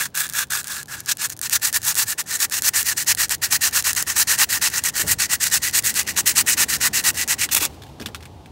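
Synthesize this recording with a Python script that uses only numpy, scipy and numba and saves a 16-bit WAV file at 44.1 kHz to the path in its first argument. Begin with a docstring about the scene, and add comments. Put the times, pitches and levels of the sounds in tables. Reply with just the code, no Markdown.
"""Quick harsh scrubbing comes first: a hand rubs a steel pin in folded sandpaper, about nine strokes a second.
Random grit clicks make the hiss and excite resonances: the hand cavity below 2 kHz, the sheet above it. Stiff
paper snaps as short damped modes, mostly near the turns; then, after a last short rub, the sheet is pulled off
and laid down as taps with rustle. A low wind gust and thumps are decaying sines with noise; distant traffic is
shaped noise and a drone. One microphone feeds two equal channels."""
import sys
import numpy as np
from scipy import signal
from scipy.fft import rfft, irfft, next_fast_len
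from scipy.io import wavfile
from numba import njit

SR = 44100
rng = np.random.default_rng(int(sys.argv[2]) if len(sys.argv) > 2 else 0)


def file_out(sig):
    """Save sig as 16-bit WAV at sys.argv[1]."""
    # one column per channel
    cols = np.atleast_2d(sig).T
    # limit, then scale
    lim = np.clip(cols, -1, 1)
    pcm = np.round(lim * 32767).astype(np.int16)
    wavfile.write(sys.argv[1], SR, pcm)


def attenuation_scalar(level_db):
    """Turn a level in dB into a linear amplitude multiplier (20 dB per decade)."""
    decades = np.asarray(level_db, float) / 20
    return 10 ** decades


N = 375291

# strokes, push and pull in turn: start t/s, end t/s, relative middle level/dB, lean level/dB (end over start)
STROKES = [(0.0, 0.049, -21.5, -9.5), (0.053, 0.076, -32.5, -15), (0.145, 0.274, -22.5, -6),
           (0.289, 0.318, -42, 0), (0.338, 0.439, -22, 1), (0.503, 0.616, -22.5, -5.5),
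           (0.643, 0.829, -27.5, 2.5), (0.883, 1.015, -30, -1), (1.066, 1.126, -17.5, 16.5),
           (1.183, 1.271, -20.5, 7.5), (1.297, 1.335, -34.5, 3.5), (1.424, 1.476, -23, -1),
           (1.507, 1.569, -15, 11), (1.617, 1.7, -18.5, 1.5), (1.735, 1.775, -16, 8),
           (1.83, 1.924, -17.5, 6.5), (1.963, 2.04, -13.5, 0.5), (2.066, 2.135, -22.5, 4),
           (2.181, 2.219, -21, 2.5), (2.264, 2.371, -23, 11), (2.396, 2.456, -18, 6),
           (2.511, 2.596, -19, 0), (2.628, 2.692, -15.5, 11.5), (2.737, 2.828, -16.5, -1.5),
           (2.851, 2.932, -17, 0.5), (2.968, 3.035, -22, -4), (3.066, 3.126, -13.5, 6.5),
           (3.174, 3.256, -16, 0.7), (3.303, 3.353, -18.5, -5.5), (3.418, 3.468, -18.5, 2.5),
           (3.508, 3.569, -14, 1.2), (3.612, 3.691, -15, 1.5), (3.729, 3.808, -14.5, 3.5),
           (3.844, 3.917, -16, -2.5), (3.963, 4.037, -19.5, -11), (4.068, 4.128, -19, 1.5),
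           (4.16, 4.232, -12.5, 2), (4.274, 4.36, -14.5, -3), (4.38, 4.444, -12, 7.5),
           (4.492, 4.583, -15, 1), (4.615, 4.684, -12.5, 1.5), (4.717, 4.798, -20.5, 7),
           (4.838, 4.9, -16.5, -1), (4.938, 5.03, -19.5, 10), (5.068, 5.137, -15.5, 8),
           (5.188, 5.265, -16.5, -5), (5.295, 5.358, -15, 9), (5.404, 5.486, -16, 0),
           (5.515, 5.58, -13.5, -1), (5.621, 5.698, -16.5, -1), (5.732, 5.797, -14.5, 2),
           (5.837, 5.915, -17.5, -1), (5.951, 6.022, -15, -3.5), (6.069, 6.12, -20.5, -2),
           (6.163, 6.209, -15.5, 1.5), (6.26, 6.324, -14.5, -8.5), (6.355, 6.418, -13, 1.5),
           (6.464, 6.546, -15.5, -1.5), (6.572, 6.644, -13, 5), (6.686, 6.767, -15.5, 0.5),
           (6.805, 6.882, -14.5, 4.5), (6.933, 7.014, -15, -4), (7.04, 7.11, -15, 0.5),
           (7.143, 7.239, -20, 11), (7.282, 7.347, -15.5, -5), (7.384, 7.458, -17.5, 7.5)]
# spectrum of grains on steel: f/Hz, relative level per Hz/dB
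GRIT_SPECTRUM = [(1200, -38.5), (2400, -33), (3100, -9.5), (3700, -9.5), (3950, -3.5), (4800, -4),
                 (6400, -0.5), (8000, -0.5), (10000, -5), (13500, -6), (15800, -7)]


def rms_one(x):
    """Normalisation: divides a signal by its root mean square."""
    return x / np.sqrt(np.mean(x ** 2) + 1e-20)


def in_time(rows):
    """Linear interpolation: turns the columns after t/s into sample-rate curves."""
    s, *columns = np.transpose(rows)
    return [np.interp(np.arange(N) / SR, s, c) for c in columns]


def coloured(x, spectrum):
    """Spectral weighting: multiplies the spectrum of x by a curve (f/Hz, level/dB); rms 1."""
    size = next_fast_len(N)
    hz, level_db = np.transpose(spectrum)
    log_hz = np.log(np.maximum(np.arange(size // 2 + 1) * SR / size, 1))
    gain = attenuation_scalar(np.interp(log_hz, np.log(hz), level_db))
    return rms_one(irfft(rfft(x, size) * gain, size)[:N])


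def band(x, low_hz, high_hz):
    """Band limitation: a Butterworth band-pass."""
    return signal.sosfilt(signal.butter(2, [low_hz, high_hz], "band", fs=SR, output="sos"), x)


def drift(rate_hz):
    """Slow random fluctuation: white noise through a double one-pole low-pass; rms 1."""
    r = np.exp(-2 * np.pi * rate_hz / SR)
    noise = rng.standard_normal(N + SR)
    return rms_one(signal.lfilter([1], [1, -2 * r, r * r], noise)[SR:])  # the first second settles the filter


@njit
def resonance(x, angle, r):
    """Driven damped oscillator: two poles whose centre may move from sample to sample."""
    y = np.zeros(len(x))
    for i in range(2, len(x)):
        y[i] = x[i] - x[i - 2] + 2 * r * np.cos(angle[i]) * y[i - 1] - r * r * y[i - 2]
    return y


def resonate(x, hz, width_hz):
    """Resonance: x drives an oscillator at hz (number or curve), damped according to its width; rms 1."""
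    angle = 2 * np.pi * hz / SR * np.ones(N)
    return rms_one(resonance(x, angle, np.exp(-np.pi * width_hz / SR)))


def struck(times, peaks_db, modes, spread_db):
    """Modal impact: each blow sets every damped mode ringing with a random strength of its own."""
    out, at = np.zeros(N), (np.asarray(times) * SR).astype(int)
    chance_db = spread_db * rng.standard_normal((len(at), len(modes)))
    for k, (hz, level_db, t60_s) in enumerate(modes):
        clicks = np.full(N, 1e-18)
        clicks[at] = attenuation_scalar(peaks_db + level_db + chance_db[:, k])
        r, w = attenuation_scalar(-60 / (t60_s * SR)), 2 * np.pi * hz / SR
        out += signal.lfilter([0, np.sin(w)], [1, -2 * r * np.cos(w), r * r], clicks)
    return out


def grains(per_s, spread_db):
    """Shot noise: random clicks of either sign with a long tail of large ones."""
    sizes = attenuation_scalar(spread_db * np.minimum(rng.exponential(1, N), 5)) * rng.choice([-1, 1], N)
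    return sizes * (rng.random(N) < per_s / SR)


def pushing():
    """Alternating motion: +1 for each push, -1 for each pull."""
    return (-1.) ** np.arange(len(STROKES))


def stroke_db():
    """Amplitude envelope of friction: each stroke swells, arches and dies into the stillness of the turn."""
    # the sheet is dragged off the pin: t/s, relative level/dB
    pull_off = [(7.505, -64), (7.516, -21.5), (7.536, -15), (7.544, -31), (7.55, -8), (7.557, -29.5),
                (7.568, -14), (7.586, -23.5), (7.596, -38), (7.606, -22), (7.629, -17.5), (7.643, -20.5),
                (7.66, -22), (7.677, -48.5), (7.735, -120)]
    # turns that stay louder or fall quieter: t/s, turn loudness/dB
    turn_loudness = [(1.04, 15), (1.8, 9), (1.94, 4), (2.05, 3), (2.38, 5.5), (2.84, 4.5), (3.49, 6),
                     (3.71, 4.5), (3.93, 8.5), (4.14, 7.5), (4.70, 12.5), (4.82, 6), (5.05, 12), (5.5, 6),
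                     (5.72, 4), (5.93, 6), (6.04, 9), (6.14, 10), (6.78, 4), (7.03, -2)]
    start_db, end_db = 6.5, 6.5  # drop to the outer ends of a stroke
    stop_s, go_s = 0.022, 0.0069  # longest fall into a turn and rise out of it
    arch_db_per_s = 52  # the longer the stroke, the higher its middle stands over its ends
    turn_db, still_db_per_s, push_stop_db = -12, -450, -0.5

    start, end, middle_db, lean_db = np.transpose(STROKES)
    length = end - start
    pause = np.append(start[1:], pull_off[1][0]) - end
    ends_db = middle_db - arch_db_per_s * length
    early_db, late_db = ends_db - lean_db / 2, ends_db + lean_db / 2
    # a turn lies under the strokes beside it, deeper in a long pause and after a push
    beside_db = (late_db + np.append(early_db[1:], pull_off[1][1])) / 2
    still_db = beside_db + turn_db + still_db_per_s * pause + push_stop_db * pushing()
    turn_s, loudness_db = np.transpose(turn_loudness)
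    still_db += np.bincount(np.searchsorted(start, turn_s) - 1, loudness_db, len(start))

    times = [start, start + 0.15 * length, start + 0.43 * length, start + 0.89 * length, end,
             end + np.minimum(stop_s, 0.31 * pause), end + pause - np.minimum(go_s, .35 * pause)]
    levels = [early_db - start_db, early_db, middle_db, late_db, late_db - end_db, still_db, still_db]
    points = np.column_stack([np.ravel(times, "F"), np.ravel(levels, "F")])
    return in_time(np.vstack([points[:-1], pull_off]))[0]


def sanding():
    """Friction as shot noise: dense grit clicks hiss; coarser ones drive the hand cavity and the sheet."""
    # grip round the pin: t/s, cavity f/Hz, base brightness above 9 kHz level/dB,
    # free edge of the sheet level/dB re the stroke
    grip = [(0, 1655, 1.5, -11.5), (.5, 1620, 5.5, -8), (1, 1650, -3, -18), (1.6, 1830, 1.5, -18.5),
            (2.1, 1770, 1, -21), (2.6, 1855, 1, -19.5), (3.3, 1863, 1, -34), (4, 1834, 0.5, -31),
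            (4.6, 1830, 0, -32), (5.2, 1887, 1, -27), (5.8, 1906, 0.5, -18), (6.4, 1885, -0.5, -24),
            (7, 1880, 2, -23), (7.47, 1930, -2.5, -25), (7.53, 1880, 3, -8), (7.7, 1910, -3, -8)]
    # finger pressure: t/s, then base levels re the stroke: hand cavity level/dB, sheet level/dB,
    # low scrub level/dB; last, scrub gained on a push and lost on a pull level/dB
    press = [(0, -5.5, -10.5, -23, 0), (.9, -8, -15, -16, -1), (1.1, -13, -15, -22.5, -5),
             (2, -12, -17.5, -19, -1), (3, -10.5, -13.5, -22.5, 1.5), (4, -11, -15, -16, 1),
             (5, -10.5, -14.5, -21, -1), (5.7, -11, -15.5, -26.5, 3), (6.1, -12.5, -11.5, -22.5, 9),
             (6.8, -9.5, -13, -21, 5), (7.47, -11.5, -11.5, -20.5, 5), (7.53, -13.5, -12, -15.5, 2),
             (7.66, -19, -6.5, -6.5, 2)]
    # resonances of the folded sheet: f/Hz, base width f/Hz (scaled below), relative level/dB
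    sheet_modes = [(2444, 420, -4.5), (2730, 330, -2.5)]
    # low scrub: f/Hz, relative level per Hz/dB
    scrub_spectrum = [(350, -17.5), (600, -18), (880, -2.5), (1000, -3), (1250, -2.5), (1500, -2),
                      (2000, -25.5)]

    level_db = stroke_db()
    speed_db = level_db + 11.5  # the stroke level stands for the rubbing speed
    cavity_hz, bright_db, edge_db = in_time(grip)
    cavity_db, sheet_db, scrub_db, push_scrub_db = in_time(press)
    push, = in_time([((start + end) / 2, way) for (start, end, *_), way in zip(STROKES, pushing())])
    cavity_db = cavity_db - 0.2 * push
    sheet_db = sheet_db - 0.3 * push
    scrub_db = scrub_db + push_scrub_db * push
    catch_db = .9 * drift(45) + 1.6 * drift(130)  # the sheet grabs and lets go

    hiss = coloured(grains(20000.0, 2.9), GRIT_SPECTRUM)
    top = signal.sosfiltfilt(signal.butter(2, 9000.0, "high", fs=SR, output="sos"), hiss)
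    top_gain = attenuation_scalar(bright_db + 0.12 * speed_db + 1.5 * drift(5.7))  # faster is brighter
    hiss = hiss + (top_gain - 1) * top
    # the contact patch shifts, and the colour with it
    for low_hz, high_hz in [(3800, 5200), (5200, 7000), (7000, 9500)]:
        patch = signal.butter(1, [low_hz, high_hz], "band", fs=SR, output="sos")
        hiss = hiss + (attenuation_scalar(1.58 * drift(16.3)) - 1) * signal.sosfiltfilt(patch, hiss)

    wander = attenuation_scalar(0.14 * drift(13.0))  # the hand opens and closes a little
    peak = resonate(grains(5000.0, 2.5), cavity_hz * wander, 120)
    shoulder = resonate(grains(5000.0, 2.5), 0.85 * cavity_hz * wander, 350.0)
    cavity_gain = attenuation_scalar(cavity_db - 0.19 * speed_db + 1.08 * drift(25.0))
    body = cavity_gain * rms_one(peak + 0.62 * shoulder)

    coarse = grains(5000.0, 2.05)
    for hz, width_hz, mode_db in sheet_modes:
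        # two equal resonances in series, each widened
        ringing = resonate(resonate(coarse, hz, 1.57 * width_hz), hz, 1.57 * width_hz)
        body = body + attenuation_scalar(sheet_db + mode_db + 2.2 * drift(24.0)) * ringing
    free_edge = resonate(coarse, 3440, 400.0)
    body = body + attenuation_scalar(edge_db + 1.5 * drift(15.0)) * free_edge
    scrub_gain = attenuation_scalar(scrub_db + 0.057 * speed_db + 1.5 * drift(25.0))
    scrub = scrub_gain * coloured(coarse, scrub_spectrum)

    # loose grains fall less than the rubbing does, so their ticks stand out at the turns
    loose = attenuation_scalar(-41 + .45 * speed_db) * rms_one(band(grains(250.0, 5), 3500.0, 14000.0))
    return attenuation_scalar(level_db + catch_db) * (hiss + body + scrub) + loose


def snaps():
    """Buckling impulse: a crease cracks briefly with a crumbly tail; the thin sheet radiates no bass."""
    # the loud buckling creases: t/s, nominal peak level/dB
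    loud_snaps = [(0.1527, -11), (0.1747, -5.5), (0.2675, -21), (0.2904, -18), (0.2984, -15.5),
                  (0.3251, -22), (0.3358, -15), (0.5064, -16), (0.6314, -26), (0.6436, -18), (0.672, -16),
                  (0.6808, -17), (0.8302, -20), (0.8584, -30), (1.0047, -21), (1.0605, -18.5), (1.171, -21),
                  (1.2971, -19), (1.301, -12), (1.3227, -20.5), (1.3333, -29), (1.3665, -32), (1.3744, -29),
                  (1.3919, -20), (1.4146, -9.5), (1.4966, -9.5), (1.7285, -8.5), (1.7445, -12),
                  (1.8179, -21), (1.8304, -21), (1.9444, -20), (1.9536, -8), (2.3921, -22), (2.403, -8),
                  (2.498, -24), (2.6214, -5), (2.8289, -10), (3.1491, -11.5), (3.2946, -8.5), (3.3502, -17),
                  (3.7116, -25), (3.8246, -15.5), (3.9316, -6.5), (3.9508, -14), (3.964, -14),
                  (4.0254, -3.5), (4.388, -4.5), (4.7011, -16), (4.839, -9), (4.888, -9), (5.5011, -21),
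                  (5.7113, -22.0), (5.825, -24.5), (5.9418, -14), (6.031, -22), (7.0296, -29),
                  (7.1453, -21), (7.2776, -11), (7.5477, -10), (7.5517, -10), (7.6525, -3.5)]
    # modes of a crack: f/Hz, relative level/dB, 60 dB decay t/s
    snap_modes = [(1700, -10, .008), (4300, -34, .004), (7040, -2, 0.0024), (9800, 11.5, 0.00074),
                  (13600, -5, .002)]

    start, end = np.transpose(STROKES)[:2]
    where, strength = rng.random(len(end) - 1), rng.standard_normal(len(end) - 1)
    pause = start[1:] - end[:-1]
    # one faint snap in every turn, fainter the longer the hand rests
    tick_db = -22 - 350 * pause + 4 * strength
    ticks = np.column_stack([end[:-1] + where * pause, tick_db])
    s, peak_db = np.vstack([loud_snaps, ticks]).T
    crack = struck(s, peak_db - 4, snap_modes, spread_db=2)
    blows = np.full(N, 1e-18)
    blows[(s * SR).astype(int)] = attenuation_scalar(peak_db - 10.0)
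    tail_envelope = signal.lfilter([1], [1, -attenuation_scalar(-60 / (0.014 * SR))], blows)  # 14 ms decay by 60 dB
    tail = tail_envelope * coloured(rng.standard_normal(N), GRIT_SPECTRUM)
    return band(band(crack + tail, 1300.0, 19000.0), 1300.0, 19000.0)


def laying_down():
    """Modal impacts with decaying shot noise: a last short rub, then taps, each with rustle singing at a fold."""
    # a last short rub, then taps as the sheet is laid down: t/s, nominal peak level/dB, singing f/Hz
    laid = [(7.4895, -16, 3000), (7.7434, -42, 5000), (7.8196, -28, 3500), (7.835, -29.5, 3500),
            (7.865, -39, 3000), (7.8945, -46, 3500), (7.999, -23, 4500), (8.013, -23, 5400),
            (8.021, -23, 2510), (8.0596, -10, 3470), (8.068, -32, 3040), (8.0864, -31, 1400),
            (8.1467, -15, 1650), (8.156, -28, 3730), (8.206, -31, 2000), (8.2262, -29, 3600),
            (8.2344, -37, 1700), (8.2544, -25, 2200), (8.459, -31.5, 2500)]
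    # modes of a tap: f/Hz, relative level/dB, 60 dB decay t/s
    tap_modes = [(1250, -12, .015), (1650, -2.5, .015), (2720, -10, 0.0104), (3500, -3, 0.011),
                 (5400, -16, .015), (8100, -6, 0.0036)]
    # rustle: f/Hz, relative level per Hz/dB
    rustle_spectrum = [(700, -8), (1500, -5), (4000, -7), (8000, -12), (16000, -16.5)]
    # faint rustle of the loose sheet: t/s, base level/dB
    handling = [(7.66, -46), (7.794, -60), (8.5, -74)]
    rustle_t60_s = 0.058

    s, peak_db, fold_hz = np.transpose(laid)
    burst, singing_hz, t = np.zeros(N), np.full(N, fold_hz[0]), np.arange(N) / SR
    for at, top_db, hz in laid:
        i = int(at * SR)
        burst[i:i + SR // 4] += attenuation_scalar(top_db - 14.5 - 60 * (t[i:i + SR // 4] - at) / rustle_t60_s)
        singing_hz[i:] = hz
    faint_db = in_time([(7.6, -120)] + list(handling))[0]
    crumple = grains(6000.0, 3.5)
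    rustle = coloured(crumple, rustle_spectrum) * (burst + attenuation_scalar(faint_db + 2.5 * drift(30.0)))
    rustle = rustle + attenuation_scalar(-4.5) * burst * resonate(crumple, singing_hz, 350.0)
    taps = struck(s, peak_db - 8, tap_modes, spread_db=2.5)
    return band(band(taps + rustle, 800.0, 18000.0), 800.0, 18000.0)


def low_bumps():
    """Damped oscillation: each bump is a low decaying sine, roughened by noise about the same pitch."""
    # low bumps, a wind gust near 5 s, then hand and sheet thumps:
    # t/s, nominal peak level/dB, final f/Hz, 60 dB decay t/s
    bumps = [(4.995, -36.5, 300, 0.37), (5.04, -36.5, 400, 0.28), (5.035, -32, 86.3, 0.52),
             (5.1, -33.5, 88.7, 0.45), (7.548, -42, 550, 0.23), (7.612, -29.5, 287, 0.16),
             (7.652, -31, 343, 0.086), (8.003, -27.5, 212, 0.12), (8.06, -31, 200, 0.12),
             (8.087, -36, 420, 0.094)]
    sag, sag_s = .3, .012  # a bump starts sharp by this share and sinks to its pitch

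    out, t = np.zeros(N), np.arange(SR) / SR
    bent_t = t + sag * sag_s * (1 - np.exp(-t / sag_s))
    for at, peak_db, hz, t60_s in bumps:
        i = int(at * SR)
        fade = attenuation_scalar(peak_db - 60 * t / t60_s) * (1 - np.exp(-t / 0.0017))
        puff = rms_one(band(rng.standard_normal(SR), 0.6 * hz, 2.03 * hz))
        bump = fade * (np.sin(2 * np.pi * hz * bent_t) + 0.83 * puff)
        out[i:i + SR] += bump[:N - i]
    return out


def street():
    """Filtered noise: far traffic as a dull wash, with a lumpy rumble, an engine drone and tyre roar."""
    # base colour of the wash: f/Hz, relative level per Hz/dB
    wash_spectrum = [(25, -38), (55, -5), (85, 0), (130, -4), (200, -7.5), (300, -9), (450, -13),
                     (620, -17.5), (820, -19), (1100, -22), (1600, -32), (3500, -29), (16000, -47.5)]
    # t/s, traffic level/dB, base low rumble level/dB
    street_levels = [(0.0, -53.5, -56), (1.5, -52, -54), (1.9, -50.5, -50), (2.4, -48.5, -58.5),
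                     (2.9, -49, -50), (3.6, -48.5, -48), (5.0, -46, -48.5), (5.45, -47.5, -45),
                     (6.0, -43, -50), (6.6, -40, -46), (7.0, -42.5, -46.5), (7.6, -44, -48),
                     (8.5, -48.5, -48.5)]
    # a far engine: t/s, f/Hz, level/dB
    engine = [(0, 143, -48.5), (.9, 135, -54.5), (1.2, 116, -47.5), (2, 109, -58), (3.5, 91, -52),
              (5, 80, -55), (7, 78.6, -51.5), (8.5, 80, -45.5)]
    # tyre roar near 800 Hz: t/s, level/dB
    tyre_levels = [(0, -69), (2, -59), (5, -58), (7.5, -52), (8.5, -53)]

    traffic_db, rumble_db = in_time(street_levels)
    drone_hz, drone_db = in_time(engine)
    wash = coloured(rng.standard_normal(N), wash_spectrum)
    low = coloured(wash, [(140, -2), (240, -30.5)])
    rest = coloured(wash, [(110, -26.5), (190, -12.5)])
    traffic = attenuation_scalar(traffic_db) * rest
    rumble = attenuation_scalar(rumble_db + 1.44 * drift(3.2)) * low
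    drone = attenuation_scalar(drone_db) * resonate(rng.standard_normal(N), drone_hz, 10.0)
    tyres = attenuation_scalar(in_time(tyre_levels)[0]) * rms_one(band(rng.standard_normal(N), 677.0, 920.0))
    return tyres + traffic + rumble + drone


def scene():
    """Superposition and reflection: sources add up; hard ground returns a short dull echo of all but the street."""
    near = sanding() + snaps() + laying_down() + low_bumps()
    lag = int(.0035 * SR)
    echo = band(np.append(np.zeros(lag), near[:-lag]), 350.0, 6000.0)
    return np.tile(near + attenuation_scalar(-18.0) * echo + street(), (2, 1))


def roll_off(x):
    """The treble ends steeply here."""
    return signal.sosfilt(signal.butter(12, 17100, fs=SR, output="sos"), x)


def record(dry):
    """Saturation and band limitation: peaks are rounded, then the top is cut steeply."""
    rounded = .82 * np.tanh(dry / .82)
    mix = signal.sosfilt(signal.ellip(12, .3, 50, 15760, fs=SR, output="sos"), rounded)
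    return roll_off(mix)


dry = scene()
out = record(dry)
file_out(out)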